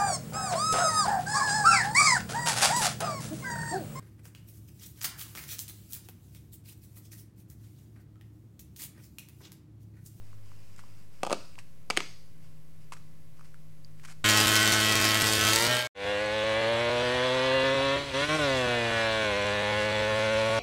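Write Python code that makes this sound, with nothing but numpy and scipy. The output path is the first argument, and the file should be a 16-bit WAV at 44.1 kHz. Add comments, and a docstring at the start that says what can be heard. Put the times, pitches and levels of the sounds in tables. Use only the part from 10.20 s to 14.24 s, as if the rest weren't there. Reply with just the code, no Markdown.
"""Foil pops and crackles, a pan floor rings briefly and powder hisses, over a low machine hum in a garage.
A utensil spreads dry powder in a disposable foil pan on a steel table.
Knocks are short swinging pops, damped ringing and noisy crackle.
The powder's hiss and the foil's short rustles are streams of tiny random clicks.
The hum is wavering sine tones over filtered noise, and the room adds echoes and a fading noise tail."""
import sys
import numpy as np
from scipy import signal
from scipy.fft import rfft, irfft
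from scipy.io import wavfile

SR = 44100
rng = np.random.default_rng(int(sys.argv[2]) if len(sys.argv) > 2 else 0)


def inscribe(sig):
    """Save sig as 16-bit PCM at rate SR to the path in sys.argv[1].

    A 1-D sig is mono; a 2-D sig holds one channel per row.
    Samples are clipped to [-1, 1] before scaling.
    """
    pcm = np.round(np.clip(np.atleast_2d(sig).T, -1, 1) * 32767)
    wavfile.write(sys.argv[1], SR, pcm.astype(np.int16))


N = 178252
TIME = np.arange(N) / SR

# Background rumble and hiss. Each row: frequency in Hz, relative level in dB per Hz.
AIR_SPECTRUM = [(20, -16), (38, -18.5), (55, 2.5), (75, -6), (100, 3.5), (140, -1.5), (200, -7.5),
                (400, -18), (750, -23.5), (1500, -25.5), (2200, -25), (3400, -29), (5000, -30), (7000, -31),
                (11000, -31.5), (16000, -35)]
AIR_DB = -66.5  # level of the part above 300 Hz

# Two machine drones; the lower gives way to the upper, then partly returns.
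# Each row: time in seconds, lower drone level in dB, upper drone level in dB.
DRONE_LEVELS = [(0, -52.5, -68), (.8, -58, -64.5), (1.1, -74, -62.5), (1.699, -66.5, -59.5),
                (2.2, -77, -57), (4.04, -62, -55)]
LOWER_DRONE_HZ = 103.4
# Pitch of the upper drone, before its random wander. Each row: time in seconds, pitch in Hz.
UPPER_DRONE_PITCH = [(0, 153.9), (1.5, 159.3), (2.2, 157.1), (4.04, 154.1)]
# Faint tones of mains-driven motors and lights. Each row: frequency in Hz, level in dB before a shared trim.
WHINES = [(301.5, -72), (419.9, -76.5), (538.3, -73), (597.5, -83.5), (662.1, -80.5), (1082, -79),
          (2040, -82.5), (4915, -86.5), (10024, -96), (10384, -92), (11719, -81.5), (12080, -94)]

# How long the room rings. Each row: frequency in Hz, time to fall by 60 dB in seconds.
ROOM_DECAY = [(150, 0.31), (500, 0.351), (1000, 0.396), (2500, 0.42), (5000, 0.67), (8000, 0.53),
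              (12000, 0.9), (16000, 0.36)]
# Tone of the room's tail. Each row: frequency in Hz, relative level in dB.
ROOM_COLOUR = [(100, 18.5), (400, -0.5), (800, -3), (1400, 1), (2500, -0.5), (5000, 2.5), (8000, -1),
               (11000, -8), (14000, -1.5)]
# Echoes off table, floor, door and ceiling. Each row: delay in seconds, level in dB.
ECHOES = [(.0062, -28), (.0115, -27), (0.0178, -30.5), (.0225, -40)]

# Strokes through the powder. Each row: start in seconds, length in seconds, level in dB.
POWDER_STROKES = [(0, 0.14, -70), (.22, 0.61, -67), (.9, .44, -66.5), (2.2, 0.063, -67.5),
                  (2.59, 0.031, -66.5), (2.71, 0.045, -72), (3.14, 0.15, -70), (3.76, 0.11, -67)]
# Tone of the powder's hiss. Each row: frequency in Hz, relative level in dB.
POWDER_COLOUR = [(300, -23), (900, 2), (1300, 2), (2000, -1), (2700, 4), (3700, -8), (5000, 2.5),
                 (6200, -3.5), (8000, -4), (10500, -12.5), (15000, -13)]
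# Short noisy rustles and ticks of the foil. Each row: start in seconds, length in seconds, level in dB.
FOIL_RUSTLES = [(.576, .028, -58), (1.381, 0.018, -51), (2.72, 0.014, -45), (2.766, 0.0026, -54),
                (3.243, .018, -64), (3.831, .012, -55), (3.849, 0.0051, -47), (3.871, 0.032, -55.5),
                (3.9, .023, -53.5)]
# Tone of the rustles and of the dimples' crackle. Each row: frequency in Hz, relative level in dB.
RUSTLE_COLOUR = [(300, -18.5), (800, -0.5), (1450, 2), (2200, 3), (3500, -5), (5500, -3), (9000, -4.5),
                 (11500, -13.5), (15500, -24.5)]

# Small dimples flex in the foil, leaving the floor still. Each row: time in seconds, level in dB, pitch in Hz.
DIMPLES = [(0.13, -50.5, 1170), (0.317, -48, 1110), (0.563, -46.5, 7360), (0.592, -41, 1320),
           (0.637, -46.5, 1070), (1.355, -47.5, 2500), (1.3807, -41.5, 980), (1.3881, -36.5, 2500),
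           (2.7302, -40, 1170), (2.7671, -47, 1500), (3.194, -47.5, 1220), (3.21, -45, 1210),
           (3.343, -45, 1420), (3.797, -47.5, 2100), (3.849, -37.5, 1500), (3.886, -43, 1440)]
# Tight dimples crackle; slack ones, with a pitch below TIGHT_HZ, hardly do.
DIMPLE_CRACKLE_DB, TIGHT_HZ, SLACK_DB_PER_OCTAVE = -6.5, 1900, 9

# The utensil's blade rings against the rim. Each row: time in seconds, level in dB.
TINKS = [(1.7012, -22), (1.706, -23.5), (3.647, -41.5)]
# Tones of the blade, damped by the hand. Each row: frequency in Hz, relative level in dB.
BLADE_MODES = [(4750, -1), (6600, -13)]

# The utensil knocks the pan in two clatters, then once more. Each row: time in seconds, pop level in dB,
# pitch of the buckling patch in Hz, relative floor ring level in dB, relative foil crackle level in dB.
KNOCKS = [ (1.0325, -23, 750, -19, -21.5), (1.0383, -32.5, 1080, -56, -42), (1.0496, -31.5, 1020, -40, -33),
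          (1.066, -31, 790, -26.5, -30), (1.072, -24, 780, -34, -42), (1.0978, -35.5, 775, -27, -31),
          (1.1066, -24, 1030, -27, -31), (1.1152, -25, 600, -20, -31.5), (1.1198, -32.5, 1110, -33, -32.5),
          (1.1271, -19.5, 685, -26.5, -17.5), (1.1306, -31, 865, -20, -28),
          (1.1443, -38.5, 600, -47, -35.5), (1.7012, -24, 810, -25.5, -18.5),
          (1.7055, -20, 2400, -28, -22.5), (1.7086, -21, 2400, -44, -29.5), (1.7665, -24, 2830, -35, -26.5),
          (1.7728, -9, 2232, -23, -12.5), (1.7757, -16.5, 2900, -36, -31), (1.8041, -24, 2380, -49.5, -28),
          (2.7214, -31, 1120, -51, -39)]
# The pan bumps the table. Each row: time in seconds, level in dB, pitch in Hz.
BUMPS = [(1.0319, -52, 239), (1.1258, -26, 338), (1.7013, -44.5, 241.4), (1.7733, -25, 387)]
# Tones of the powder-damped pan floor.
# Each row: frequency in Hz, relative level in dB, time to fall by 60 dB in seconds.
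FLOOR_MODES = [(335, -19.5, 0.111), (446, -14.5, .06), (561, -5, 0.052), (600, -5, 0.053), (755, -1, 0.041),
               (905, -6, 0.026), (1207, 1.5, 0.025)]
# Sharp tones of the foil walls.
# Each row: frequency in Hz, relative level in dB, time to fall by 60 dB in seconds.
WALL_MODES = [(2320, 4, 0.04), (2640, 7.5, 0.0365), (3320, -6, 0.048), (4670, -10, .025),
              (4990, -9.5, 0.088), (6480, 5, 0.028)]
# Tone of a foil crackle. Each row: frequency in Hz, relative level in dB.
CRACKLE_COLOUR = [(150, -22.5), (600, 0), (1300, 7), (1800, -3.5), (2800, 5), (3800, -2), (4800, -0.5),
                  (6000, -5.5), (8000, -4.5), (10200, -10.5), (12500, -22), (16000, -29)]

EDGE_HZ = 16200  # upper limit of the recorder
OFFSET = -0.0131  # constant shift, as a share of full scale


def amp(db):
    """Turns decibels into a gain."""
    return 10 ** (np.asarray(db) / 20)


def evened(x):
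    """Scales a sound to an average (rms) level of 1."""
    return x / np.sqrt(np.mean(x ** 2) + 1e-20)


def read(points, hz):
    """Reads a spectrum table at the frequencies hz, on a logarithmic scale."""
    f, value = np.transpose(points)
    return np.interp(np.log(hz + 1), np.log(f + 1), value)


def curves(rows):
    """Draws straight lines between the rows of a time table, one curve per column."""
    s, *columns = np.transpose(rows)
    return [np.interp(TIME, s, column) for column in columns]


def add(mix, s, sound):
    """Mixes a sound in at time s, in seconds."""
    start = max(round(s * SR), 0)
    part = mix[start:][:len(sound)]
    part += sound[:len(part)]


def colour(x, points, size=4096):
    """Shapes the tone with a filter of unit energy that never sounds ahead of its input."""
    hz = abs(np.fft.fftfreq(size, 1 / SR))
    log_gain = np.log(amp(read(points, hz)))
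    # this choice of phase puts the energy as early as possible
    response = np.exp(np.conj(signal.hilbert(log_gain)))
    taps = np.fft.ifft(response).real[:size // 2]
    return signal.fftconvolve(x, taps / np.linalg.norm(taps))[:len(x)]


def drift(rate_hz):
    """Slow random wandering with an rms of 1; a higher rate wanders faster."""
    hz = np.fft.rfftfreq(N, 1 / SR)
    slow = rfft(rng.standard_normal(N)) * np.exp(-(hz / rate_hz) ** 2)
    return evened(irfft(slow, N))


def ring(modes, t):
    """Tones struck together, each dying away at its own speed."""
    return sum(amp(db - 60 * t / t60) * np.sin(2 * np.pi * hz * t) for hz, db, t60 in modes)


def pop(hz, t, cycles):
    """A short swing that swells to its peak after the given number of cycles, then dies away."""
    u = t * hz / cycles
    return u * np.exp(1 - u) * np.sin(2 * np.pi * hz * t)


def disperse(x, lag_s):
    """Bending waves in thin foil travel faster when higher: the snap comes before the thock."""
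    hz = np.fft.rfftfreq(N, 1 / SR)
    # lag_s is the delay at 1 kHz
    delay_phase = np.exp(-4j * np.pi * lag_s * np.sqrt(1000 * hz))
    return irfft(rfft(x) * delay_phase, N)


def air():
    """Steady room rumble thinning out into hiss, made from filtered noise."""
    hz = np.fft.rfftfreq(N, 1 / SR)
    spectrum = rfft(rng.standard_normal(N)) * amp(read(AIR_SPECTRUM, hz))
    hiss_rms = np.std(irfft(spectrum * (hz > 300), N))
    return amp(AIR_DB) * irfft(spectrum, N) / hiss_rms


def wandering_tone(hz, wander_hz, rate_hz):
    """A sine whose pitch strays randomly, made by adding up its changing frequency."""
    return np.sin(2 * np.pi * np.cumsum(hz + wander_hz * drift(rate_hz)) / SR)


def hum(waver_db=1.12, wander_hz=1.27, whine_wander_hz=3.0, whine_trim_db=-2.5):
    """Two machine drones wavering in level and pitch, and some faint whines wavering in pitch."""
    out = np.zeros(N)
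    pitches = [LOWER_DRONE_HZ, curves(UPPER_DRONE_PITCH)[0]]
    for db, hz in zip(curves(DRONE_LEVELS), pitches):
        level = amp(db + waver_db * drift(5.57))
        out += level * wandering_tone(hz, wander_hz, rate_hz=6.0)
    for hz, db in WHINES:
        out += amp(db + whine_trim_db) * wandering_tone(hz, whine_wander_hz, rate_hz=14.8)
    # a sine's rms is below its peak, so this makes the levels rms levels
    return np.sqrt(2) * out


def garage(x, tail_db=-13, build_s=0.0087):
    """A spread-out noise tail that builds up quickly, then dies at its own speed in each band."""
    hz, t, bands = signal.stft(rng.standard_normal(SR), SR, nperseg=256)
    start_db = read(ROOM_COLOUR, hz)[:, None]
    fall_db = 60 * t / read(ROOM_DECAY, hz)[:, None]
    tail = signal.istft(bands * amp(start_db - fall_db), SR, nperseg=256)[1][:SR]
    tail = tail * (1 - np.exp(-(TIME[:SR] / build_s) ** 2))
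    return signal.fftconvolve(x, amp(tail_db) * tail / np.linalg.norm(tail))[:N]


def echoes(x):
    """The direct sound and its first reflections, as delayed fainter copies."""
    out = x.copy()
    for s, db in ECHOES:
        add(out, s, amp(db) * x)
    return out


def swells(rows, attack_s, release_s):
    """A level curve that rises, holds and eases off for each row of a table."""
    out = np.zeros(N)
    for start, length, db in rows:
        rise = np.minimum(TIME / attack_s, 1)
        ease = np.exp(-np.maximum(TIME - length, 0) / release_s)
        add(out, start, amp(db) * rise * ease)
    return out


def grains(level, spectrum, grains_per_s, spread_db, clump_db):
    """Many tiny clicks of uneven size at random moments, coming in clumps."""
    size_db = spread_db * np.minimum(rng.exponential(1, N), 4)
    sizes = amp(size_db) * rng.choice([-1, 1], N)
    clicks = evened(sizes * (rng.random(N) < grains_per_s / SR))
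    clumps = amp(clump_db * drift(60))
    return colour(clicks * level * clumps, spectrum)


def powder():
    """Dry grains slip in tiny uneven steps and hiss under each stroke."""
    level = swells(POWDER_STROKES, attack_s=0.039, release_s=0.039)
    return grains(level, POWDER_COLOUR, grains_per_s=6200, spread_db=1.5, clump_db=0.5)


def foil_rustle():
    """Short noisy rustles and ticks of the foil, made of tiny uneven clicks."""
    level = swells(FOIL_RUSTLES, attack_s=0.0048, release_s=0.0066)
    return grains(level, RUSTLE_COLOUR, grains_per_s=3000, spread_db=3.0, clump_db=0.5)


def dimples(snap_s=0.00147, rustle_s=0.008, rustle_db=-22):
    """Each dimple pops softly, with a pinch of crackle that grows with its tightness."""
    t = np.arange(SR // 16) / SR
    pops, creases = np.zeros(N), np.zeros(N)
    burst = np.exp(-t / snap_s) + amp(rustle_db) * np.exp(-t / rustle_s)
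    for s, db, hz in DIMPLES:
        slack_octaves = max(np.log2(TIGHT_HZ / hz), 0)
        crackle_db = db + DIMPLE_CRACKLE_DB - SLACK_DB_PER_OCTAVE * slack_octaves
        add(pops, s, amp(db) * pop(hz, t, cycles=0.79))
        add(creases, s, amp(crackle_db) * burst * rng.standard_normal(len(t)))
    return disperse(pops + colour(creases, RUSTLE_COLOUR), lag_s=0.000377)


def tink():
    """The blade gives short, pitched ticks as its tones swing together."""
    out = np.zeros(N)
    for s, db in TINKS:
        for hz, mode_db in BLADE_MODES:
            add(out, s, amp(db + mode_db) * pop(hz, TIME[:SR // 16], cycles=2.94))
    return out


def knocks(snap_s=0.0015, rustle_s=0.0072, rustle_db=-22, wall_db=-25, floor_db=-7,
           crease_db=-2, click_db=3, bass_edge_hz=175):
    """Each knock pops a patch, rings the floor and walls, and sets off a click and a burst of tiny creases."""
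    t = np.arange(SR // 8) / SR
    body, creases = np.zeros(N), np.zeros(N)
    floor = amp(floor_db) * ring(FLOOR_MODES, t)
    walls = amp(wall_db) * ring(WALL_MODES, t)
    # a quick snap, then a fainter and longer rustle
    burst = amp(crease_db) * np.exp(-t / snap_s) + amp(rustle_db) * np.exp(-t / rustle_s)
    click = amp(click_db) * (t == 0)
    for s, pop_db, hz, ring_db, crackle_db in KNOCKS:
        patch = amp(pop_db) * pop(hz, t, cycles=0.79)
        add(body, s, patch + amp(ring_db) * floor + amp(crackle_db) * walls)
        # the harder the patch pops, the stronger the click that leads its crackle
        crackle = amp(crackle_db) * burst * rng.choice([-1, 1], len(t))
        add(creases, s, amp(pop_db) * click + crackle)
    for s, db, hz in BUMPS:
        add(body, s, amp(db) * pop(hz, t, cycles=0.95))
    foil = disperse(body + colour(creases, CRACKLE_COLOUR), lag_s=0.000492)
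    # a small light pan radiates little bass
    bass_cut = signal.butter(3, bass_edge_hz, "high", fs=SR, output="sos")
    return signal.sosfilt(bass_cut, foil)


def radiate(small_sounds, count=3):
    """Crumpled foil sends a different crackle to each side; the room blends them into an even wash."""
    return sum(garage(knocks() + small_sounds) for side in range(count)) / np.sqrt(count)


def scene():
    """The pan in the room, over the hum and air."""
    small_sounds = powder() + foil_rustle() + dimples()
    near = echoes(knocks() + tink() + small_sounds)
    return (near + radiate(small_sounds) + hum() + air())[None]


def record(dry):
    """The recorder cuts the highest treble, and its converter adds a small constant offset."""
    treble_cut = signal.firwin(255, EDGE_HZ, window=("kaiser", 8), fs=SR)
    return signal.oaconvolve(dry, treble_cut[None], "same") + OFFSET


dry = scene()
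out = record(dry)
inscribe(out)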